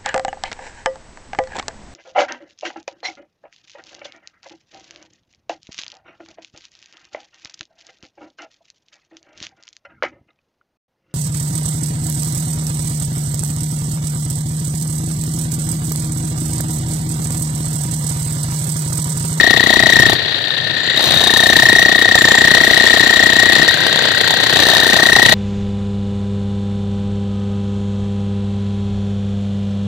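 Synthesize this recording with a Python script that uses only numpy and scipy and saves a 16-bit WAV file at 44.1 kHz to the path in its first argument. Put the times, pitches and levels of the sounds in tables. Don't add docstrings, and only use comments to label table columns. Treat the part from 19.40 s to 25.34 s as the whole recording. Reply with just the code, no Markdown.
import sys
import numpy as np
from scipy import signal
from scipy.fft import rfft, irfft, next_fast_len
from scipy.io import wavfile
from scipy.ndimage import uniform_filter1d

SR = 44100
rng = np.random.default_rng(int(sys.argv[2]) if len(sys.argv) > 2 else 0)


def pcm_store(signal):
    levels = np.round(np.clip(np.atleast_2d(signal), -1, 1) * 32767)
    wavfile.write(sys.argv[1], SR, levels.astype(np.int16).T)


N = 261954
FFT_SIZE = next_fast_len(N)
RING_SCATTER_DB = 3.5


def undb(db):
    return 10 ** (np.asarray(db) / 20)


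def level(x, db):
    return x * undb(db) / np.sqrt(np.mean(x ** 2))


def smooth_noise(size):
    return uniform_filter1d(rng.standard_normal(N), size=size)


def columns(table):
    s, *rest = np.transpose(table)
    return [np.interp(np.arange(N) / SR, s, c) for c in rest]


def over_hz(table):
    hz, value = np.transpose(table)
    bins_hz = np.fft.rfftfreq(FFT_SIZE, 1 / SR)
    return np.interp(np.log(bins_hz + 1), np.log(hz), value)


def bouts(table, between_db, edge_s):
    t = np.arange(N) / SR
    rest_db = np.array(between_db, float)[:, None]
    total_db = rest_db
    for start_s, end_s, *db in table:
        on = np.clip(np.minimum(t - start_s, end_s - t) / edge_s + .5, 0, 1)
        total_db = total_db + on * (np.array(db)[:, None] - rest_db)
    return total_db


def strokes(turns):
    count = columns(turns)[0]
    which = (count - count[0] // 1).astype(int)
    blows = np.diff(which, prepend=which[0]).astype(float)
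    return which, count % 1, blows


def hump(turn, at, width, edge):
    distance = (turn - at + .5) % 1 - .5
    return np.exp(-.5 * np.abs(distance / width) ** edge)


# frequency in Hz, correlation from -1 to 1.
PORT_LIKENESS = [(60, -0.036), (130, 0.98), (290, 0.48), (640, 0.82), (1410, 0.34), (3100, -0.21),
                 (6820, 0.95), (15000, 0.065)]


def noise(colour):
    like = np.clip(over_hz(PORT_LIKENESS), -1, 1)
    spectra = rfft(rng.standard_normal((2, FFT_SIZE))) * undb(over_hz(colour))
    mid, side = spectra * np.sqrt([1 + like, 1 - like])
    return level(irfft([mid + side, mid - side], FFT_SIZE)[:, :N], 0)


def ring(blows, which, modes, scatter_db, twist_rad):
    out = 0
    for hz, db, t60_s in modes:
        pole = np.exp(2j * np.pi * hz / SR - np.log(1000) / (t60_s * SR))
        chance = rng.standard_normal((N // 1000, 2))[which].T
        share = undb(scatter_db * chance[0]) * np.exp(1j * twist_rad * chance[1])
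        mode = signal.lfilter([1], [1, -pole], blows * share).imag
        out = out + undb(db) * mode / np.sqrt(t60_s)
    return level(out, 0)


# time in seconds, turns counted.
NEAR_TURNS = [(-0.1, -3.32), (0.7952, 24), (1.1786, 36), (1.9705, 60), (2.3611, 72), (2.8848, 88),
              (3.0176, 92), (3.408, 104), (4.1961, 128), (5.1033, 156), (5.2339, 160), (5.3677, 164),
              (6.1, 186.26)]
# time in seconds, tooth mesh pitch in Hz, level in dB.
NEAR_GEARS = [(0, 1861, -9.5), (.25, 1895, -12.5), (.5, 1890, -9.5), (.63, 1850, -7.5), (.73, 1844, -18.5),
              (.84, 1886, -28), (0.981, 1840, -29.5), (1.12, 1803, -26), (1.4, 1815, -24),
              (1.67, 1812, -32), (1.8, 1769, -23.5), (1.969, 1820, -15.5), (2.29, 1855, -8),
              (2.55, 1880, -12), (2.8, 1842, -11.5), (3.1, 1861, -10), (3.3, 1910, -10.5),
              (3.45, 1868, -10.5), (4.225, 1862, -12), (4.257, 1860, -36), (4.289, 1861, -12),
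              (4.321, 1867, -23.5), (5.08, 1894, -20), (5.25, 1790, -19), (5.6, 1859, -14.5),
              (5.82, 1883, -8.5), (5.94, 1906, -13)]
# start in seconds, end in seconds, thud in dB, crack in dB, chisel ring in dB.
NEAR_BOUTS = [(-.1, 0.76, -19, -25.5, -27.5), (1.555, 1.826, -26, -29.5, -19),
              (1.818, 2.139, -21, -23, -15.5), (2.14, 2.449, -22, -23, -20), (2.449, 2.74, -21, -25.5, -26),
              (2.74, 3.4, -22, -23, -45), (3.406, 4.245, -21, -26.5, -39), (4.278, 4.31, -48, -43, -11.5),
              (4.314, 4.747, -39, -43, -27), (4.75, 5.13, -39, -30, -34), (5.135, 5.459, -21.5, -25, -18.5),
              (5.46, 6.098, -20.5, -22, -35)]
NEAR_LIFTED_DB = (-39.5, -46, -32)
# frequency in Hz, relative level in dB, t60 in seconds.
NEAR_CHISEL = [(3760, 0, .07), (3810, -3, .055), (4080, -9, .03), (4950, -16, .04)]
# frequency in Hz, relative level in dB, t60 in seconds.
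NEAR_SLAB = [(128, -32, 0.1), (236, -4.5, 0.039), (322, 0, 0.007), (401, -5, 0.018), (672, -2, 0.019),
             (775, -13, 0.095), (1150, -6.5, 0.04)]


def near_hammer():
    return hammer(NEAR_TURNS, NEAR_GEARS, NEAR_BOUTS, NEAR_LIFTED_DB, NEAR_CHISEL, NEAR_SLAB,
                  squeeze_at=0.855, rattle_db=-24.5)


# time in seconds, turns counted.
FAR_TURNS = [(-0.1, -7.31), (0.5398, 13), (1.7836, 52), (2.1944, 65), (2.5951, 78), (3.0109, 91),
             (3.5803, 109), (3.9008, 119), (4.3732, 134), (4.5274, 139), (5.3174, 164), (6.1, 188.55)]
# time in seconds, tooth mesh pitch in Hz, level in dB.
FAR_GEARS = [(0, 1920, -33), (1.3, 1922, -39), (1.501, 1924, -20), (1.9, 1925, -40), (2.9, 1942, -25),
             (3.5, 1930, -37), (3.9, 1921, -16), (4.9, 1922, -28), (5.5, 1908, -21), (5.94, 1887, -27)]
# start in seconds, end in seconds, thud in dB, crack in dB, chisel ring in dB.
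FAR_BOUTS = [(1.36, 1.564, -52, -58, -35.5), (1.555, 2.31, -44, -28, -40), (2.802, 3.401, -28.5, -34, -56),
             (3.4, 4.2, -32, -28, -31), (4.201, 5.051, -23, -26.5, -37), (5.05, 6.1, -24.5, -24.5, -53)]
FAR_LIFTED_DB = (-54, -50, -60)
# frequency in Hz, relative level in dB, t60 in seconds.
FAR_CHISEL = [(7150, 0, .035), (7300, -2, .03), (7600, -6, .03)]
# frequency in Hz, relative level in dB, t60 in seconds.
FAR_SLAB = [(160.8, -10, 0.045), (590, -1.5, 0.0094), (1562, 8.5, 0.045)]


def far_hammer():
    far = hammer(FAR_TURNS, FAR_GEARS, FAR_BOUTS, FAR_LIFTED_DB, FAR_CHISEL, FAR_SLAB,
                 squeeze_at=0.807, rattle_db=-38)
    return far * undb([[-1.5], [1.5]])


def hammer(turns, gears, work, lifted_db, chisel, slab, squeeze_at, rattle_db):
    thud_db, crack_db, ring_db = bouts(work, lifted_db, edge_s=0.027)
    which, turn, blows = strokes(turns)
    spread_db = [1.7, 1.1, 1.74, 2.4]
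    force = undb(rng.standard_normal((N // 1000, 4)) * spread_db)[which].T
    bounces = blows + .5 * np.roll(blows, 130) + 0.075 * np.roll(blows, 270)
    chips = undb(level(smooth_noise(110), 9.5))
    whine = gear_whine(turn, gears, squeeze_at, force[0])
    rattle = gear_rattle(turn, squeeze_at, force[3], rattle_db)
    thud = ring(bounces, which, slab, 1.6, 0.083) * force[1] * undb(thud_db)
    crack = grit_crack(turn, chips, force[2]) * undb(crack_db)
    sizzle = casing_sizzle(turn, chips, force[3]) * undb(crack_db)
    chisel_ring = ring(bounces, which, chisel, RING_SCATTER_DB, 1.74) * undb(ring_db)
    return whine + rattle + thud + crack + sizzle + chisel_ring


def gear_whine(turn, gears, squeeze_at, force):
    mesh_hz, whine_db = columns(gears)
    squeeze = undb(np.clip((whine_db + 19.0) * 2.5, -17, 0))
    since = turn - squeeze_at
    fading = undb(-14 * since)
    drive = squeeze * force * fading * hump(turn, squeeze_at, 0.099, 3.58)
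    back = 0.17 * hump(turn, squeeze_at + 0.41, 0.099, 1.76)
    wobble_rad = level(smooth_noise(300), -11)
    sag_rad = 22 * squeeze * since ** 2 * hump(turn, squeeze_at, 0.2044, 3.62)
    teeth_rad = 2 * np.pi * np.cumsum(mesh_hz) / SR + wobble_rad - sag_rad
    harmonics_db = (6.5, -10.5, -24.5, -31.0)
    tone = sum(undb(db) * np.sin(k * teeth_rad) for k, db in enumerate(harmonics_db, 1))
    whine = (drive - back) * tone
    local_rms = np.sqrt(uniform_filter1d(whine ** 2, size=2880))
    return whine / local_rms * undb(whine_db)


# frequency in Hz, relative density in dB.
BACKLASH = [(1500, -1.5), (2600, -3), (3900, 19.5), (4700, -36), (5200, -63), (9000, -93.5)]


def gear_rattle(turn, squeeze_at, force, rattle_db):
    burst = hump(turn, squeeze_at - .13, 0.044, 1.5)
    return level(force * burst * noise(BACKLASH), rattle_db)


# frequency in Hz, relative density in dB.
GRIT = [(200, 8), (800, 13.5), (1300, 6), (2500, 6), (3900, 16.5), (4700, 8), (5300, 2), (7500, 0.5),
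        (10000, -18), (15500, -20)]


def grit_crack(turn, chips, force):
    decay = np.exp(-turn / 0.042) + 1.43 * np.exp(-turn / 0.11) + 0.11
    shake = uniform_filter1d(decay, size=170)
    return level(shake * chips * force * noise(GRIT), 7.67)


# frequency in Hz, relative density in dB.
CASING = [(3000, -34), (5500, -4), (8000, -3), (11000, -3), (15500, -7)]


def casing_sizzle(turn, chips, force):
    decay = uniform_filter1d(np.exp(-turn / 0.32), size=260)
    return level(decay * chips * force * noise(CASING), -7.0)


# start in seconds, end in seconds, upper rings in dB, holder in dB.
LOOSE_BOUTS = [(-.1, .745, -49, -46), (1.6, 2.48, -29.5, -55), (2.48, 2.76, -49, -56),
               (2.76, 3.05, -48, -25), (3.05, 3.6, -54, -54), (3.6, 4.28, -53, -36), (5.14, 5.4, -29, -54),
               (5.4, 5.84, -30, -53), (5.84, 6.1, -44, -50)]
LOOSE_QUIET_DB = (-66, -54)
# frequency in Hz, relative level in dB, t60 in seconds.
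CHISEL_TOP = [(6045, 1.5, .07), (8740, 0, .05), (8800, -3, .05), (11790, -9, .03), (14060, -5, .05),
              (15150, -4, .045)]
# frequency in Hz, relative level in dB, t60 in seconds.
HOLDER = [(7160, 0, .09), (7240, -3, .07)]


def loose_chisel():
    which, _, blows = strokes(NEAR_TURNS)
    top_db, holder_db = bouts(LOOSE_BOUTS, LOOSE_QUIET_DB, edge_s=0.084)
    top = ring(blows, which, CHISEL_TOP, RING_SCATTER_DB, 3.2) * undb(top_db)
    holder = ring(blows, which, HOLDER, RING_SCATTER_DB, 1.0) * undb(holder_db)
    return top + holder


# time in seconds, level in dB.
WHIR_LEVEL = [(0.0, -19), (.7, -17), (.85, -18), (1.37, -18.5), (1.75, -14.5), (1.95, -20), (2.22, -17.5),
              (2.88, -20), (3.21, -15), (5.29, -14), (5.67, -18.5), (5.94, -15)]
# frequency in Hz, relative density in dB.
MOTOR = [(40, -44), (120, -11), (250, -9), (650, -7.5), (1150, -19), (1850, -1.5), (2220, -12),
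         (2900, -7.5), (4030, -0.5), (4600, -6), (5000, -20.5), (8000, -32.5), (15500, -45)]
BRUSHES_HZ, BRUSHES_PEAK_DB = 4613, -40


def whir():
    flicker_db = level(smooth_noise(260), 6.3)
    lull_db = -4.0 * hump(strokes(NEAR_TURNS)[1], 0.49, 0.25, 2.8)
    fans = noise(MOTOR) * undb(columns(WHIR_LEVEL)[0] + flicker_db + lull_db)
    waver_rad = 0.5 * level(smooth_noise(3000), 0)
    brushes = undb(BRUSHES_PEAK_DB) * np.sin(2 * np.pi * BRUSHES_HZ * np.arange(N) / SR + waver_rad)
    return fans + brushes


# frequency in Hz, relative density in dB.
GROUND = [(24, -22), (45, -16), (100, 1), (150, 0), (210, -13), (400, -46)]
# time in seconds, peak in dB before wander, width (standard deviation) in seconds.
SWELLS = [(.14, -23, 0.044), (.58, -18.5, .12), (1.74, -20, .04), (2.27, -25, .12), (4.17, -27, .05),
          (4.67, -29, 0.044), (5.75, -21.5, .04), (5.95, -15.5, 0.066)]
RUMBLE_DB, RUMBLE_WANDER_DB = -30.5, 1.4


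def rumble():
    t = np.arange(N) / SR
    wander_db = RUMBLE_WANDER_DB * level(smooth_noise(4000), 0)
    swell_db = sum((db - RUMBLE_DB) * np.exp(-.5 * ((t - s) / width_s) ** 2) for s, db, width_s in SWELLS)
    return noise(GROUND) * undb(RUMBLE_DB + swell_db + wander_db)


def echo(dry):
    t = np.arange(SR // 5) / SR
    tail = rng.standard_normal((2, len(t))) * undb(-60 * t / 0.11) * (t > .003)
    return undb(-35.5) * signal.fftconvolve(dry, tail, axes=1)[:, :N]


def scene():
    dry = near_hammer() + loose_chisel() + far_hammer()
    return dry + echo(dry) + whir() + rumble()


# frequency in Hz, left minus right in dB.
PORT_BALANCE = [(40, 12), (110, 8), (200, 7), (380, 7.5), (700, 9.5), (1290, 4.9), (1850, 7), (2600, 5),
                (4200, 11), (6000, 2.2), (8120, 1.1), (11000, 5), (15000, 11)]
# time in seconds, gain in dB.
RIGHT_AIM = [(0, -1), (0.3, -2.3), (.7, -0.3), (1.1, -2.5), (2.0, 0.5), (3.03, 1.1), (3.41, -1.4),
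             (4.45, -1.2), (5.3, -0.2), (5.94, -0.5)]
RIGHT_LEAD_S, BASS_CUT_HZ, TOP_HZ = 0.000035, 78.4, 15500


def record(dry):
    half_db = over_hz(PORT_BALANCE) / 2
    hz = np.fft.rfftfreq(FFT_SIZE, 1 / SR)
    left, right = undb(half_db), undb(-half_db)
    lead = np.exp(2j * np.pi * hz * RIGHT_LEAD_S)
    gain = np.array([left, right * lead]) * 2 / (left + right)
    bass_cut = (1j * hz / (1j * hz + BASS_CUT_HZ)) ** 2
    ports = irfft(rfft(dry, FFT_SIZE) * gain * bass_cut, FFT_SIZE)[:, :N]
    aim_db = [np.zeros(N), columns(RIGHT_AIM)[0]]
    clipped = np.clip(ports * undb(aim_db), -1, 1)
    top_cut = signal.ellip(10, .2, 50, TOP_HZ, fs=SR, output="sos")
    return signal.sosfilt(top_cut, clipped)


dry = scene()
out = record(dry)
pcm_store(out)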